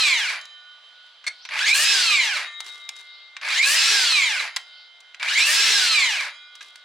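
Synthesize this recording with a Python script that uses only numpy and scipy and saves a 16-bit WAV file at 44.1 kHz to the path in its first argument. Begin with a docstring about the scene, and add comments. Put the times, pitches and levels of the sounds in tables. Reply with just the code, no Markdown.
"""A cordless circular saw whines down to a stop, and its steel blade rings on over a quiet garden. It runs up
three more times, each time nipping through a thin dry branch before the brake stops the motor. Fan and gears
whine through the housing, the gear train rattles, air rushes, teeth rasp briefly in the wood. Between runs
twigs snap, the branch is shoved over the table and squeaks once on the saw's metal guard, the switch clicks, a
distant flock chatters and one nearer bird whistles."""
import sys
import numpy as np
from scipy import signal
from scipy.fft import rfft, irfft
from scipy.io import wavfile
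from scipy.ndimage import uniform_filter1d

SR = 44100
rng = np.random.default_rng(int(sys.argv[2]) if len(sys.argv) > 2 else 0)


def int16_out(signal):
    """Quantize to a 16-bit WAV file."""
    q = np.round(np.clip(np.atleast_2d(signal).T, -1, 1) * 32767)
    wavfile.write(sys.argv[1], SR, q.astype(np.int16))


N = 301644
TIME = np.arange(N) / SR

# runs of the saw, the first already braking as we come in: trigger_s, spin_up_time_constant_s, rest_s
SAW_RUNS = [(-.6, .28, .406), (1.503, .286, 2.48), (3.42, .279, 4.514), (5.199, .28, 6.315)]
# partials of the whine; near 13 is the fan, near multiples of 4 are the motor and its pinion:
# cycles_per_turn, powered_db, braking_db, loudest_shaft_hz, offset_for_6_db_drop_hz, gear_play_turns
WHINE_ORDERS = [(0.997, -4.5, 5.5, 517, 166, .002), (1.94, -31, -0.5, 574, 179, .002),
                (4.012, -15, -2, 350, 227.5, .0015), (8.03, 3, 0, 280, 69.5, 0.0011),
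                (8.92, -5.5, -3.5, 203, 143.5, 0.005), (9.78, -14, -5.5, 340, 113, 0.0048),
                (11.96, -16.5, -6.5, 316, 158.5, .002), (13.03, -0.5, -0.5, 372, 152, 0.0005),
                (15.95, -10, -3.5, 226, 115.5, 0.0014), (18.05, -7, -12.5, 250, 132, .003),
                (20.16, -7.5, -16, 110, 110, .004), (26.4, -12, -11.5, 350, 108, .002),
                (27.53, -8.5, -10, 200, 109, 0.0026)]
# how well the housing radiates the whine: frequency_hz, gain_db
HOUSING_EQ = [(200, -51.5), (420, -27), (800, -11.5), (1250, -9), (1520, 4), (1920, -3), (2120, 10),
              (2480, 8.5), (2680, 2.5), (3150, 5), (3550, -1), (4050, 8.5), (4450, 2.5), (5400, 0),
              (6300, 0), (7300, 4.5), (10000, -8.5), (16000, -56)]
# tone of the gear rattle: frequency_hz, gain_db
RATTLE_EQ = [(18, -86), (30, -50.5), (276, -45), (455, -33.5), (577, -16), (1120, -9), (1420, -6.5),
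             (1890, -2), (2220, 0.5), (3300, -11.5), (4650, -9), (5300, -19), (8990, -37.5), (9990, -22.5),
             (16500, -76)]
# tone of the rushing air: frequency_hz, gain_db
AIR_EQ = [(18, -78), (30, -27), (314, -31), (409, -31), (455, -24.5), (732, -29.5), (814, -12.5),
          (1270, -16), (1530, -4), (1890, -3.5), (2100, 0), (2740, -0.5), (3970, 2.5), (8310, -9),
          (16500, -36.5)]
# resonances of the spinning blade: pitch_hz, width_hz, level_db
SINGING_MODES = [(1355, 10, -4), (1650, 50, -3), (2572, 10, 3), (2637, 16, 1), (2899, 40, -2),
                 (3988, 16, -3), (6483, 16, -12), (7164, 50, -13), (8084, 14, -16), (8273, 22, -13),
                 (8741, 22, -14)]
# housing resonance where the gears grind under starting load: pitch_hz, width_hz, level_db
GRIND_MODES = [(2300, 100, -11)]
# speeds where the gears hit a housing resonance: shaft_hz, half_width_hz, powered_db, braking_db
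GEAR_FLARES = [(138, 7.4, 3.5, 5), (169, 8.8, 2.5, 1), (259, 24, 5, 3.5), (299.5, 27.5, 3.5, 3)]
# tone of the open air: frequency_hz, gain_db
GARDEN_EQ = [(30, -31), (200, -35), (400, -21.5), (650, -9.5), (1000, -10), (1500, -6.5), (2500, -10),
             (3500, -2), (4500, -10), (6300, -23), (10000, -36), (16000, -51)]
# modes of the resting blade: pitch_hz, t60_s, twin_gain, stop_1_db, stop_2_db, stop_3_db, stop_4_db
BLADE_MODES = [(119, 4, .1, -89, -76, -86, -89), (1182, 3.1, 0.27, -55.5, -50.5, -104, -57),
               (1402, 3.6, .2, -77, -53, -56, -57), (1465, 6.8, 1, -51.5, -58.5, -59.5, -55),
               (1800, 0.81, .3, -44.5, -40.5, -57, -64), (2098, 7.6, 0.058, -57, -37.5, -50, -49.5),
               (3090, 4.3, 0.36, -40.5, -48.5, -44, -51.5), (3305, 3.1, 0.34, -65.5, -48, -63, -47),
               (3765, 3.3, 0.76, -52, -35.5, -50, -47.5), (3947, 2.5, 0.15, -46, -46.5, -52, -50.5),
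               (4960, 1.9, 0.38, -55, -60.5, -49.5, -51), (6680, 0.56, 0.36, -52.5, -52, -56, -56),
               (2412, 1.5, .3, -54, -58, -64, -47), (8100, .7, .4, -72, -63, -72, -69)]
# tone of cracking dry wood: frequency_hz, gain_db
CRACK_EQ = [(100, -66), (350, -11), (1200, -5), (2500, -1.5), (4000, 3.5), (7000, -6), (10000, -11),
            (16000, -34)]
# twigs snapping: start_s, peak_db, t60_s
TWIG_SNAPS = [(.412, -29, .025), (.454, -29, .018), (2.682, -29, .022), (2.964, -31, .027),
              (5.004, -38, .029), (6.553, -30, .03), (6.626, -29, .04), (6.757, -30, .023),
              (2.604, -16, .024), (2.89, -14, .022)]
# short drags of the branch over the table: peak_s, level_db, t60_s
BRANCH_SHOVES = [(.87, -64, .3), (1.06, -63, .6), (1.35, -63, .4), (2.66, -40.5, 0.5), (2.76, -53, 0.49),
                 (2.98, -46.5, 0.35), (4.6, -53.5, 0.51), (6.62, -50.5, .7)]
# bouts of chatter from the flock: middle_s, half_length_s, level_db
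FLOCK_BOUTS = [(1.047, 0.14, -52.5), (1.433, 0.15, -47.5), (3.174, 0.14, -49), (4.792, 0.11, -49.5),
               (6.8, 0.25, -56)]
# switch clicks and knocks of gears and guard: start_s, peak_db, crack_db, t60_s
SAW_KNOCKS = [(1.24, -29, -30, .07), (1.451, -20, -18, .03), (3.366, -19, -26, .035),
              (5.145, -23, -16, .03), (6.608, -26, -22, .06), (1.489, -20, -20, .06),
              (1.537, -17, -20, .035), (3.413, -22, -20, .04), (3.449, -20, -16, .04),
              (3.485, -16, -8, .035), (4.562, -10, 6, .028), (4.567, -13, -3, .026), (5.197, -23, -20, .04),
              (5.228, -10, -14, .03)]
# resonances of the knocked saw body: pitch_hz, width_hz, level_db
BODY_MODES = [(1620, 50, -4.5), (2310, 1140, 5.5), (3440, 590, -10.5), (4600, 230, -51), (6100, 710, -77)]
# resonances of the metal guard: pitch_hz, width_hz, level_db
GUARD_MODES = [(2180, 70, 0), (3630, 200, -12), (4330, 80, -5), (5700, 500, -17), (8040, 500, -19)]
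# the blade passes through a branch: start_s, end_s, level_db
BRANCH_CUTS = [(1.734, 1.86, 2), (3.658, 3.768, 3.5), (5.455, 5.572, 0.5)]
# tone of the teeth tearing wood: frequency_hz, gain_db
RASP_EQ = [(200, -47), (480, -52), (600, -37.5), (720, -11), (1200, -15), (1700, -1.5), (2100, 0),
           (2600, 7.5), (3000, -4), (5000, 0), (8500, 0), (11000, -7), (16500, -21.5)]
# tones of the teeth striking wood: tooth_rate_multiple, level_db
TOOTH_TONES = [(1, -24.5), (2, -17.5), (3, -4)]
# distant surfaces return less bass and treble: frequency_hz, gain_db
ECHO_EQ = [(300, -2), (1000, 1.5), (4000, -6), (14000, -12.5)]
# stereo width, as the tone of the side signal: frequency_hz, gain_db
SIDE_EQ = [(60, -3.5), (250, -9), (500, -14.5), (1000, -14.5), (2200, -11), (4000, -7), (8000, -3.5),
           (13000, -7.5)]

FULL_HZ = 400  # shaft speed that counts as full speed


def undb(db):
    """Decibels to gain."""
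    return 10 ** (np.asarray(db) / 20)


def unit(x):
    """Scale to rms 1."""
    return x / np.sqrt(np.mean(x ** 2) + 1e-18)


def noise():
    """White noise."""
    return rng.standard_normal(N)


def drift(rate_hz):
    """Random wander that glides to a new value rate_hz times a second."""
    return 1.6 * np.interp(TIME * rate_hz, np.arange(N), noise())


def gain_at(hz, eq):
    """Gain of an EQ curve at the given frequencies."""
    points_hz, db = np.transpose(eq)
    return undb(np.interp(np.log(hz + 1), np.log(points_hz), db))


def colour(x, eq):
    """Filter through an EQ curve."""
    size = 2 ** 19
    return irfft(rfft(x, size) * gain_at(np.fft.rfftfreq(size, 1 / SR), eq))[:N]


def resonate(x, modes):
    """Parallel resonances, each at its own rms level."""
    return sum(undb(db) * unit(signal.lfilter(*signal.iirpeak(hz, hz / width, SR), x))
               for hz, width, db in modes)


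def grains(per_s, spread_db):
    """Random tiny impacts of uneven size."""
    hits = rng.random(N) < per_s / SR
    return unit(hits * noise() * undb(spread_db * np.clip(noise(), -2, 2)))


def fade(start, t60):
    """Gain 1 until the start time, then a steady decay."""
    return undb(-60 * np.maximum(TIME - start, 0) / t60)


def swell(peak, rise_s):
    """Gain that climbs 60 dB in the rise time and holds at 1 from the peak on."""
    return undb(-60 * np.maximum(peak - TIME, 0) / rise_s)


def burst(x, start, t60):
    """A fast-dying piece of x with peak 1; small things radiate no bass."""
    first = int(start * SR)
    piece = x[first:first + SR // 4]
    age = np.arange(len(piece)) / SR
    piece = piece * undb(-60 * age / t60) * np.minimum(age / .0005, 1)
    piece = signal.sosfilt(signal.butter(4, 750, "high", fs=SR, output="sos"), piece)
    return np.pad(piece / np.abs(piece).max(), (first, N - first - len(piece)))


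def shaft_speed():
    """The motor climbs towards its free speed, the brake pulls it down, friction takes the last bit."""
    free_hz, brake_hz_per_s, friction_hz, friction_s = 461, 509.6, 125.2, .099
    hz = np.zeros(N)
    for start, spin_up, rest in SAW_RUNS:
        driven = free_hz * np.tanh(np.maximum(TIME - start, 0) / spin_up)
        left_s = np.maximum(rest - TIME, 0)
        braked = brake_hz_per_s * left_s + friction_hz * (1 - np.exp(-left_s / friction_s))
        hz += np.minimum(driven, braked)
    return hz


def whine(hz, turns, powered):
    """Shaft orders sweep through the housing resonances; braking loads the other tooth flank."""
    out = 0
    judder = drift(220) * (1 + powered)  # gear play shakes the phase, more so under power
    for order, power_db, brake_db, best_hz, spread_hz, play in WHINE_ORDERS:
        db = brake_db + (power_db - brake_db) * powered - 6 * ((hz - best_hz) / spread_hz) ** 2
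        shake_db = (2.1 + powered) * drift(130) + .99 * drift(25)
        tone = np.sin(2 * np.pi * order * (turns + play * judder))
        out += undb(db + shake_db) * gain_at(order * hz, HOUSING_EQ) * tone
    return out


def saw_loudness(hz, powered):
    """The saw grows louder with speed, flares where gears hit a resonance, and settles after the stop."""
    full_db, starting_db, stopping_db = -16, -30, -42
    slow = undb(stopping_db + (starting_db - stopping_db) * powered)
    flare_db = sum((brake_db + (power_db - brake_db) * powered) * np.exp(-((hz - at_hz) / width) ** 2)
                   for at_hz, width, power_db, brake_db in GEAR_FLARES)
    running = sum((TIME > start) * fade(rest, t60=.35) for start, _, rest in SAW_RUNS)
    return running * (slow + (undb(full_db) - slow) * hz / FULL_HZ) * undb(flare_db)


def saw():
    """Rattle leads at low speed, whine in between, rushing air and the singing blade at full speed."""
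    hz = shaft_speed()
    turns, speed = np.cumsum(hz) / SR, hz / FULL_HZ
    angle = 2 * np.pi * turns
    powered = uniform_filter1d(1. * (np.gradient(hz) > 0), size=1500)  # 1 on the trigger, 0 on the brake
    lash = 1 + .067 * np.cos(angle) + .13 * np.cos(4 * angle)
    rattle = unit(colour(grains(5000, spread_db=1.36) * lash, RATTLE_EQ)) * undb(drift(90))
    air = unit(colour(noise() * (1 + .17 * np.cos(angle)), AIR_EQ)) * undb(.78 * drift(40))
    singing = unit(resonate(noise(), SINGING_MODES)) * (.28 + .67 * powered)
    mix = undb(-13.5) * rattle + speed ** 1.515 * air + undb(-5) * speed ** 3 * singing
    mix += undb(-5.5) * speed ** .32 * whine(hz, turns, powered) + cutting(turns)
    grind = resonate(colour(noise(), RATTLE_EQ), GRIND_MODES)
    mix += grind * powered * np.exp(-(hz / 110) ** 2)  # only while the motor labours up from rest
    # the layers share one loudness, so the rasp of a cut pushes the whine back
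    mix /= np.sqrt(uniform_filter1d(mix ** 2, size=900) + 1e-12)
    return mix * saw_loudness(hz, powered)


def garden_air():
    """A quiet bed of open air, gently wavering."""
    return unit(colour(noise(), GARDEN_EQ)) * undb(-53.5 + .59 * drift(4.7))


def blade_ring():
    """The steel disc rings on after each stop; its modes come in close pairs that beat."""
    twin_ratio, onset_s = 1.002, .057
    out = 0
    for hz, t60, twin_gain, *stop_levels in BLADE_MODES:
        twin = np.sin(2 * np.pi * (hz * twin_ratio * TIME + rng.random()))
        pair = np.sin(2 * np.pi * hz * TIME) + twin_gain * twin
        for (_, _, stop), db in zip(SAW_RUNS, stop_levels):
            age = TIME - stop
            out += pair * undb(db - 60 * np.abs(age) / t60) * np.clip(1 + age / onset_s, 0, 1)
    return out


def branch():
    """Dry twigs snap and bark crackles over the table."""
    crack = colour(noise(), CRACK_EQ)
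    snaps = sum(undb(db) * burst(crack, start, t60) for start, db, t60 in TWIG_SNAPS)
    shoves = sum(undb(db) * swell(peak, rise_s=.18) * fade(peak, t60) for peak, db, t60 in BRANCH_SHOVES)
    bark = unit(colour(grains(1100, spread_db=3.1), CRACK_EQ))
    return snaps + bark * shoves * undb(.6 * drift(35))


def flock():
    """Twelve birds chatter in bouts, blurred by distance."""
    voices = 0
    for _ in range(12):
        pitch_hz = 3850 + 650 * np.tanh(drift(14)) + 280 * drift(1500)
        voices += np.sin(2 * np.pi * np.cumsum(pitch_hz) / SR) * undb(2.6 * drift(8.2))
    bouts = sum(undb(db) * np.exp(-((TIME - middle) / half) ** 2) for middle, half, db in FLOCK_BOUTS)
    return unit(voices) * bouts


def knocks():
    """Hard little blows of switch, gears and guard ring the saw body, each with a bright crack."""
    lowpass = signal.butter(3, 6500, fs=SR, output="sos")
    body = unit(signal.sosfilt(lowpass, resonate(noise(), BODY_MODES)))
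    crack = unit(colour(noise(), CRACK_EQ))
    return sum(undb(db) * burst(body + undb(crack_db) * crack, start, t60)
               for start, db, crack_db, t60 in SAW_KNOCKS)


def squeak():
    """Wood rubs harder and harder on the metal guard, then slips off and lets it ring out."""
    grab_s, slip_s, grab_db, slip_db = 1.266, 1.28, -22.5, -18
    ring = unit(resonate(noise(), GUARD_MODES))
    ring /= np.sqrt(uniform_filter1d(ring ** 2, size=200))  # even out into a steady squeal
    scrape = undb(-13) * unit(colour(noise(), CRACK_EQ))
    rub = signal.sosfilt(signal.butter(6, 9500, fs=SR, output="sos"), ring + scrape)
    grip = (TIME > grab_s) * undb(np.interp(TIME, [grab_s, slip_s], [grab_db, slip_db]))
    release = fade(slip_s, t60=.038) + undb(-26) * fade(slip_s, t60=.086)
    return rub * grip * release


def bird_whistle():
    """One nearer bird whistles a thin arch, loudest at its top."""
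    middle_s, half_length_s, top_hz, drop_hz = 1.455, .046, 5950, 1310
    arch = np.minimum(((TIME - middle_s) / half_length_s) ** 2, 4)
    pitch_hz = top_hz - drop_hz * arch + 120 * drift(890)
    return undb(-48) * np.sin(2 * np.pi * np.cumsum(pitch_hz) / SR) * np.exp(-arch ** 2)


def cutting(turns):
    """Each tooth tears out chips and knocks the branch."""
    teeth_per_shaft_turn = 1.66
    tooth_phase = 2 * np.pi * (teeth_per_shaft_turn * turns + .022 * drift(150))
    chips = unit(colour(grains(9000, spread_db=.48) * (1 + .5 * np.cos(tooth_phase)), RASP_EQ))
    tones = sum(undb(db) * np.sin(multiple * tooth_phase) for multiple, db in TOOTH_TONES)
    bite = sum(undb(db) * np.interp(TIME, [on - .01, on + .018, off - .025, off + .0067], [0, 1, 1, 0])
               for on, off, db in BRANCH_CUTS)
    return bite * (chips + tones * undb(2 * drift(60)))


def reflections(x, t60):
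    """A dense scatter off table, ground and fence."""
    age = np.arange(SR // 2) / SR
    response = rng.standard_normal(len(age)) * undb(-60 * age / t60) * (age > .001)
    return signal.fftconvolve(x, response / np.linalg.norm(response))[:N]


def scene():
    """The saw sits dead centre; its turbulence, near reflections and the garden give the width."""
    details = blade_ring() + knocks() + branch() + squeak() + bird_whistle()
    direct = saw() + details
    echo = colour(reflections(direct, t60=.2), ECHO_EQ)
    mid = direct + undb(-6) * echo + garden_air() + flock()
    early = reflections(saw() + details, t60=.018)  # the same runs with fresh turbulence
    side = colour(early + garden_air() + flock(), SIDE_EQ)
    return np.array([(mid + side) * undb(-2.5), (mid - side) * undb(-2.15)])


def record(dry):
    """Round off the highest peaks and cut the very top of the treble."""
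    ceiling, top_hz = .52, 16600
    rounded = dry / (1 + (dry / ceiling) ** 6) ** (1 / 6)
    return signal.sosfilt(signal.ellip(10, .2, 70, top_hz, fs=SR, output="sos"), rounded)


dry = scene()
out = record(dry)
int16_out(out)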